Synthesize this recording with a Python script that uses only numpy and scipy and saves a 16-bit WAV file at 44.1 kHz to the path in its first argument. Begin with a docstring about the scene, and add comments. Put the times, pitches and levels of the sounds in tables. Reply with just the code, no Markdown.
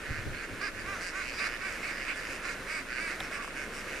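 """A lakeshore with a big flock of flamingos, some way off and a little to the right.
One bird after another gives a nasal, arched honk over low grunts and the babble of the whole flock;
each call is a train of pulses and breath ringing a throat and bill. Farther birds squeak, water washes
behind them with a faint trill and hum, wind bumps the microphone at first, and small knocks sound nearby."""
import sys
import numpy as np
from scipy import signal
from scipy.fft import rfft, irfft, next_fast_len
from scipy.io import wavfile
from scipy.ndimage import uniform_filter1d

SR = 44100
rng = np.random.default_rng(int(sys.argv[2]) if len(sys.argv) > 2 else 0)


def master_out(mix):
    """Clip the mix to full scale and print it as 16-bit PCM to the path in sys.argv[1]."""
    frames = np.transpose(np.atleast_2d(mix))
    ceiling = np.clip(frames, -1, 1)
    pcm = np.round(ceiling * 32767).astype(np.int16)
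    wavfile.write(sys.argv[1], SR, pcm)


N = 176400

# Resonances of throat and bill in a grunt. Each row: frequency in Hz, gain in dB.
GRUNT_THROAT = [(150, -36), (400, -13.5), (850, -17), (1200, -6), (1560, 6), (2000, 5), (2500, 2.5),
                (2920, -6.5), (3450, -20.5), (4700, -17), (6200, -13.5), (8300, -14.5), (12000, -25.5),
                (15000, -48)]
HONK_ARCH, GRUNT_ARCH = .16, .1  # how far the pitch sags at the ends of a call


def undb(db):
    """Decibels to gain."""
    return 10 ** (np.asarray(db) / 20)


def unit(x):
    """Scale to rms 1."""
    return x / np.sqrt(np.mean(x ** 2) + 1e-20)


def add(track, x, start_s):
    """Mix a sound into a track."""
    i = int(start_s * SR)
    a, b = max(i, 0), min(i + len(x), N)
    if b > a:
        track[a:b] += x[a - i:b - i]


def curve_db(f, points):
    """Join (Hz, dB) points on a log-frequency axis."""
    hz, db = np.array(points, float).T
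    return np.interp(np.log(np.maximum(f, 1)), np.log(hz), db)


def colour(x, points):
    """Minimum-phase EQ through (Hz, dB) points."""
    size = 2 * next_fast_len(len(x) // 2 + 512)
    gain = undb(curve_db(np.arange(size // 2 + 1) * SR / size, points))
    cepstrum = irfft(np.log(gain))
    cepstrum[1:size // 2] *= 2
    cepstrum[size // 2 + 1:] = 0
    return irfft(rfft(x, size) * np.exp(rfft(cepstrum)))[:len(x)]


def noise(eq):
    """Coloured noise at rms 1."""
    return unit(colour(rng.standard_normal(N), eq))


def waver(rate_hz):
    """Smooth random wavering, spread near 1."""
    k = int(SR / rate_hz)
    return uniform_filter1d(np.repeat(rng.standard_normal(N // k + 1), k), k)[:N]


def hum():
    """A faint, low, steady throb."""
    # Sine tones. Each row: frequency in Hz, level in dB.
    tones = [(22.8, -53), (44.5, -59.5)]
    t = np.arange(N) / SR
    return sum(undb(db) * unit(np.sin(2 * np.pi * (hz * t + rng.random()))) for hz, db in tones)


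def wash():
    """Small waves and moving air: a wide, gently wavering bed of noise."""
    # Tone of the bed's mid and side channels. Each row: frequency in Hz, gain in dB.
    mid_eq = [(15, -51), (25, 0), (44, -10.5), (60, -6), (130, -10), (280, -5), (400, -6.5), (550, -5),
              (850, -14), (1500, -4), (3300, -20), (4800, -21), (9000, -28), (12000, -31), (15000, -47.5)]
    side_eq = [(15, -23), (30, -1), (90, -10.5), (160, -13), (280, -10), (550, -14), (900, -11.5),
               (2000, -15), (3300, -13.5), (5000, -22.5), (9000, -17.5), (12000, -22.5), (15000, -37)]
    mid = undb(-43 + 2.15 * waver(9.69)) * noise(mid_eq)
    side = undb(-53 + 1.6 * waver(7)) * noise(side_eq)
    fade_db = -0.06 * (np.arange(N) - N / 2) / SR
    return np.array([mid + side, mid - side]) * undb(fade_db)


def low_wash():
    """A dull wash of air and water that swells now and then."""
    # Its muffled tone. 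Each row: frequency in Hz, gain in dB.
    eq = [(90, -29.5), (170, -4.5), (290, 0.5), (500, -4), (750, -17), (1500, -53.5)]
    # Its swells. Each row: time in seconds, level in dB.
    swells = [(0, -56), (.6, -55.5), (.8, -47.5), (1.1, -67), (1.9, -60), (2.4, -55.5), (2.8, -55),
              (3.45, -51.5), (4, -52)]
    db = np.interp(np.arange(N) / SR, *np.array(swells).T)
    return undb(db + 2.5 * waver(12)) * noise(eq)


def trill():
    """A thin, insect-like whistle that flutters, coming and going."""
    # Bursts of trilling. Each row: start and end in seconds.
    bursts = [(0, 0.091), (.35, 0.7), (.82, 1.1), (2.12, 2.5), (2.55, 3.2), (3.0, 3.15), (3.4, 3.67),
              (3.9, 4.4)]
    t = np.arange(N) / SR
    gate = uniform_filter1d(sum(1. * ((t > start) & (t < end)) for start, end in bursts), size=800)
    return undb(-66.5) * gate * waver(220) * unit(np.sin(2 * np.pi * 9000 * t))


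def wind_bumps():
    """Brief low buffets on the microphone, partly different on each side."""
    # Gusts. Each row: middle and length in seconds, level in dB.
    gusts = [(0.111, 0.033, -38), (0.189, 0.059, -44), (0.272, 0.009, -30), (0.306, 0.096, -44.5),
             (0.532, 0.043, -45), (0.83, 0.21, -52.5)]
    # Their rumble. Each row: frequency in Hz, gain in dB.
    eq = [(15, 0), (45, -0.5), (120, 1.5), (220, -12.5), (400, -15), (1500, -90)]
    t = np.arange(N) / SR
    push = sum(undb(db) * np.exp(-2 * ((t - middle) / length) ** 2) for middle, length, db in gusts)
    left, right, centre = (noise(eq) for _ in range(3))
    return push * (centre + np.array([left, right]))


def knocks():
    """Small knocks nearby, each a dry tick and a short hollow ring."""
    # Each row: start in seconds, level in dB, ring pitch in Hz, tick trim in dB.
    hits = [(3.2046, -33, 1960, 6), (3.208, -29.5, 760, -8), (3.314, -32, 630, -5), (3.446, -31, 1150, -18),
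            (3.478, -29.5, 1120, -26)]
    # Tone of the tick. Each row: frequency in Hz, gain in dB.
    tick_eq = [(300, -13), (1500, 5.5), (2700, -0.5), (3300, 4), (3800, 4.5), (4400, -14), (8000, -11.5),
               (15000, -22)]
    tick_s, ring_s = .0008, .0025  # decay times
    out, t = np.zeros(N), np.arange(SR // 10) / SR
    for start, db, hz, tick_db in hits:
        tick = colour(rng.standard_normal(len(t)) * np.exp(-t / tick_s), tick_eq)
        ring = np.sin(2 * np.pi * hz * t) * np.exp(-t / ring_s)
        add(out, undb(db) * (ring + 2 * undb(tick_db) * tick / np.abs(tick).max()), start)
    return out


def shore_reflections(x):
    """Short scatter from rocks, water and bodies, different on each side."""
    # Tone of the reflections. Each row: frequency in Hz, gain in dB.
    eq = [(200, -6), (1500, -2.5), (3000, 1), (5000, 6.5), (9000, 6), (15000, -10)]
    t60_s = 0.054
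    t = np.arange(SR // 2) / SR
    decay = undb(-60 * t / t60_s)
    tails = [unit(rng.standard_normal(len(t)) * decay) / np.sqrt(len(t)) for _ in range(2)]
    return undb(-5.5) * np.array([signal.fftconvolve(x, colour(tail, eq))[:N] for tail in tails])


def squeaks():
    """Thin, slightly arched whistles from farther birds, made hoarse by a fast pitch waver."""
    # Each row: middle and length in seconds, top pitch in Hz, level in dB.
    calls = [(.385, 0.074, 4350, -56), (.81, 0.043, 4650, -58), (.948, 0.026, 3950, -60),
             (.97, .05, 6100, -57), (1.222, 0.031, 4050, -55), (1.392, 0.015, 3900, -48),
             (1.568, 0.015, 3700, -58), (2.148, 0.022, 3550, -55), (3.245, 0.047, 5450, -59)]
    out = np.zeros(N)
    for middle, length, hz, db in calls:
        u = np.linspace(-2, 2, int(2 * length * SR))
        pitch = hz * np.exp(-.04 * u ** 2 + .045 * waver(900)[:len(u)])
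        whistle = unit(np.sin(2 * np.pi * np.cumsum(pitch) / SR))
        add(out, undb(db) * whistle * np.exp(-u ** 2), middle - length)
    return out


def syrinx(u, hz, arch, rough):
    """Pulses and puffs of air on an arched pitch, raspier as it sags; u is time in half call lengths."""
    jitter_s, shimmer_db, odd_pulse_dip, rasp = .00016, 6, .39, 1.5  # at full roughness
    n = len(u)
    jitter, shimmer = rng.standard_normal((2, 256))
    air = rng.standard_normal(SR // 2)[:n]
    rough = np.clip(rough + .1 * u ** 2, 0, 1)
    pitch = hz * np.exp(-arch * np.abs(u + .1) ** 2.4)  # tops out just before the middle
    cycles = np.cumsum(pitch) / SR
    k = np.arange(1, int(cycles[-1]))
    uneven = np.interp(k, cycles, rough)
    at = np.interp(k, cycles, np.arange(n)) + uneven * jitter_s * SR * jitter[k]
    strength = undb(uneven * shimmer_db * shimmer[k]) * (1 - uneven * odd_pulse_dip * (k % 2))
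    taps = at.astype(int)[:, None] + np.arange(-5, 7)
    clicks = strength[:, None] * np.sinc(taps - at[:, None])  # placed between samples
    pulses = np.bincount(np.clip(taps, 0, n - 1).ravel(), clicks.ravel(), n)
    puffs = air * np.exp(-(cycles % 1) / .4)
    return unit(pulses) + rough * rasp * unit(puffs)


def call(throat, arch, length, hz, rough, ring_hz, bright_db, edge_hz, edge_db, hiss_hz, hiss_db):
    """The syrinx rings a throat that brightens as the bill opens; swell and fade span twice the length."""
    u = np.linspace(-2, 2, int(2 * length * SR))
    source = syrinx(u, hz, arch, rough)
    f = np.geomspace(100, 16000, 160)
    rings = sum(db * np.exp(-(np.log2(f / centre) / .12) ** 2)  # this bird's own three resonances
                for centre, db in [(ring_hz, 4.5), (edge_hz, 6), (hiss_hz, 4)])
    treble_from_hz = 3500
    tilt = bright_db * np.clip(np.log2(f / 2070), -.5, .5) * (f < treble_from_hz)
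    treble = curve_db(f, [(treble_from_hz, 0), (edge_hz, edge_db), (hiss_hz, hiss_db)])
    eq_db = curve_db(f, throat) + rings + tilt + treble
    bill_open = unit(colour(source, np.c_[f, eq_db]))
    bill_shut = unit(colour(source, np.c_[f * .92, eq_db]))
    opening = np.exp(-u ** 2 / 2)
    swell = .5 ** (np.abs(u) ** 3.6)
    return (opening * bill_open + (1 - opening) * bill_shut) * swell


def flock(count=80):
    """Many farther birds grunt over one another, each with its own pitch and throat."""
    out = np.zeros(N)
    for i, (when, pitch, stretch, loud, ring, treble) in enumerate(rng.uniform(-1, 1, (count, 6))):
        length, treble_db = .12 * (1 + .3 * stretch), -11 + 4 * treble
        voice = call(GRUNT_THROAT, GRUNT_ARCH, length, hz=164 * 2 ** (.6 * pitch), rough=.12,
                     ring_hz=1844 * 2 ** (.32 * ring), bright_db=6.5,
                     edge_hz=4000, edge_db=treble_db, hiss_hz=7240, hiss_db=treble_db)
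        add(out, undb(1.24 * loud) * voice, (i + when) / count * N / SR - length)
    return undb(-49) * unit(out)


def grunts():
    """The low pulsed calls that stand out from the flock."""
    # Each row: middle and length in seconds, top pitch in Hz, level in dB, roughness from 0 to 1,
    # throat resonance in Hz, brightness in dB per octave, raspy edge in Hz and dB, hiss in Hz and dB.
    calls = [(.135, 0.15, 154.8, -41.5, 0.24, 2000, -7.5, 4270, 5, 7500, -8),
             (.375, .11, 143.7, -42, 0.5, 1570, -1, 4350, -1, 7000, -20),
             (0.437, 0.051, 227.4, -43, 0, 2100, -7, 4400, 3, 7000, -2.5),
             (.785, .08, 171.5, -44, 0.2, 1840, -5, 4650, 3, 6450, -1.5),
             (1.055, .1, 180.9, -40, 0.25, 1610, 2, 4600, 10, 8300, 1.5),
             (1.282, 0.12, 124.3, -42, 0.13, 2400, 14, 4400, 10, 7700, -2),
             (1.376, 0.11, 183.7, -47.5, 0.13, 2350, -3, 4760, 17, 7500, 2),
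             (1.464, .03, 314.5, -36, 0.26, 1430, -5, 4400, 14, 6100, -1),
             (1.53, 0.11, 121.8, -41.5, 0.2, 1800, 6.5, 5000, 2, 7000, -8),
             (1.726, 0.11, 165.7, -43, 0.32, 1850, 1, 5100, 2.5, 7700, 1),
             (1.954, 0.12, 145.2, -42.5, 0.44, 1900, -5, 4970, 4, 7000, -11),
             (2.035, .11, 131.4, -42, 0.3, 1890, 10, 4700, 4, 7700, -5.5),
             (2.189, .064, 219.6, -41.5, 0.35, 1670, -2, 4630, 6, 7800, -1),
             (2.266, 0.097, 110.4, -41.5, 0.37, 2040, 3, 4800, 3, 7000, -6),
             (2.33, .078, 140.1, -45, 0.33, 2480, 15, 5100, 8, 7140, 6),
             (2.957, .13, 127, -38.5, 0.33, 1480, 0, 4470, 4.5, 7000, -9),
             (3.121, 0.091, 134.5, -40, 0.5, 2000, -2, 4250, 5, 7800, -7),
             (3.23, 0.092, 150, -45.5, 0.35, 2230, 3, 5400, 1, 7500, -0.5),
             (3.452, .09, 152.8, -48.5, 0.37, 1560, 18, 5100, 4, 8350, 5),
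             (3.605, 0.1, 139.5, -42, 0.17, 1500, 1, 5260, 0, 6500, -2),
             (3.775, 0.09, 142.6, -47.5, 0.07, 1510, 10, 5200, 7.5, 8400, 7),
             (3.955, 0.17, 140.9, -42.5, 0.42, 1520, 7, 4500, 2, 6500, -1)]
    out = np.zeros(N)
    for middle, length, hz, db, *voice in calls:
        add(out, undb(db) * call(GRUNT_THROAT, GRUNT_ARCH, length, hz, *voice), middle - length)
    return out


def honks():
    """The loud calls: the two sides of the syrinx sound at different pitches, the second one brighter."""
    # Each row: middle and length in seconds, top pitch in Hz, level in dB, second voice in Hz and
    # relative dB, roughness from 0 to 1, throat resonance in Hz, brightness in dB per octave,
    # raspy edge in Hz and dB, hiss in Hz and dB.
    calls = [(0.65, 0.082, 412, -36, 425.5, -11, 0.3, 1660, -6, 5040, 0.5, 8700, -4),
             (.912, 0.12, 398, -40, 350, -13, 0.14, 1190, -8, 3900, -8, 6200, -2.5),
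             (1.188, 0.11, 389.3, -39, 357, -5, 0.2, 1500, -14, 4070, -5, 7000, 3),
             (1.428, 0.095, 387.8, -35.5, 425, -6, 0.35, 2460, -4, 4940, -1, 9000, -1),
             (1.659, 0.11, 386.6, -38.5, 372, -6.5, 0.35, 1460, -4.5, 5000, -5.5, 7500, -1.5),
             (1.871, 0.097, 374, -38.5, 325, -6, 0.52, 2280, 2, 4450, -3, 7800, 0.5),
             (2.105, 0.067, 384, -36.5, 430, -2.5, 0.47, 2380, 1, 4700, -10, 7700, -4),
             (2.487, .11, 356.2, -39, 390, -12, 0.5, 1370, -3.5, 4040, -1.5, 7000, 2.5),
             (2.746, .125, 319.5, -37.5, 290, -9.5, 0.22, 2240, -4, 4830, -1.5, 8050, 3),
             (3.049, 0.15, 329, -39, 300, -13, .1, 2260, -4.5, 4650, -5, 8500, 2),
             (3.349, 0.067, 288.2, -40.5, 330, -5, .29, 1700, -2, 5170, -3.5, 8600, 4),
             (3.406, .07, 389.4, -42, 360, -16, 0.43, 1140, -18, 4500, -6, 7500, -12)]
    # Nasal resonances of throat and bill. 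Each row: frequency in Hz, gain in dB.
    throat = [(200, -44), (400, -16), (800, -17), (1150, -2), (1550, 1.5), (1900, 2.5), (2400, 4.5),
              (2850, -7), (3400, -18), (4200, -12), (4900, -12.5), (6500, -18), (8500, -20), (12000, -34.5),
              (15000, -63)]
    second_ring_hz, second_bright_db = 2040, 9.5
    out = np.zeros(N)
    for middle, length, hz, db, second_hz, second_db, rough, ring_hz, bright_db, *treble in calls:
        first = call(throat, HONK_ARCH, length, hz, rough, ring_hz, bright_db, *treble)
        second = call(throat, HONK_ARCH, length, second_hz, rough, second_ring_hz, second_bright_db, *treble)
        add(out, undb(db) * (first + undb(second_db) * second), middle - length)
    return out


def scene():
    """Birds to the right with their reflections, over water and wind."""
    # Where the birds sit in the stereo image. Each row: frequency in Hz, left minus right in dB.
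    pan = [(300, -8), (1400, -3), (2400, -4.5), (4500, 0.5), (9000, 2.5)]
    birds = honks() + grunts() + squeaks() + flock()
    pan_db = curve_db(np.arange(N // 2 + 1) * SR / N, pan)
    direct = irfft(rfft(birds) * undb(np.array([pan_db, -pan_db]) / 2), N)
    return direct + shore_reflections(birds) + wash() + low_wash() + trill() + hum() + wind_bumps() + knocks()


def record(dry):
    """A steep low-pass takes off the very top."""
    return signal.sosfilt(signal.ellip(10, .2, 80, 15600, fs=SR, output="sos"), dry)


dry = scene()
out = record(dry)
master_out(out)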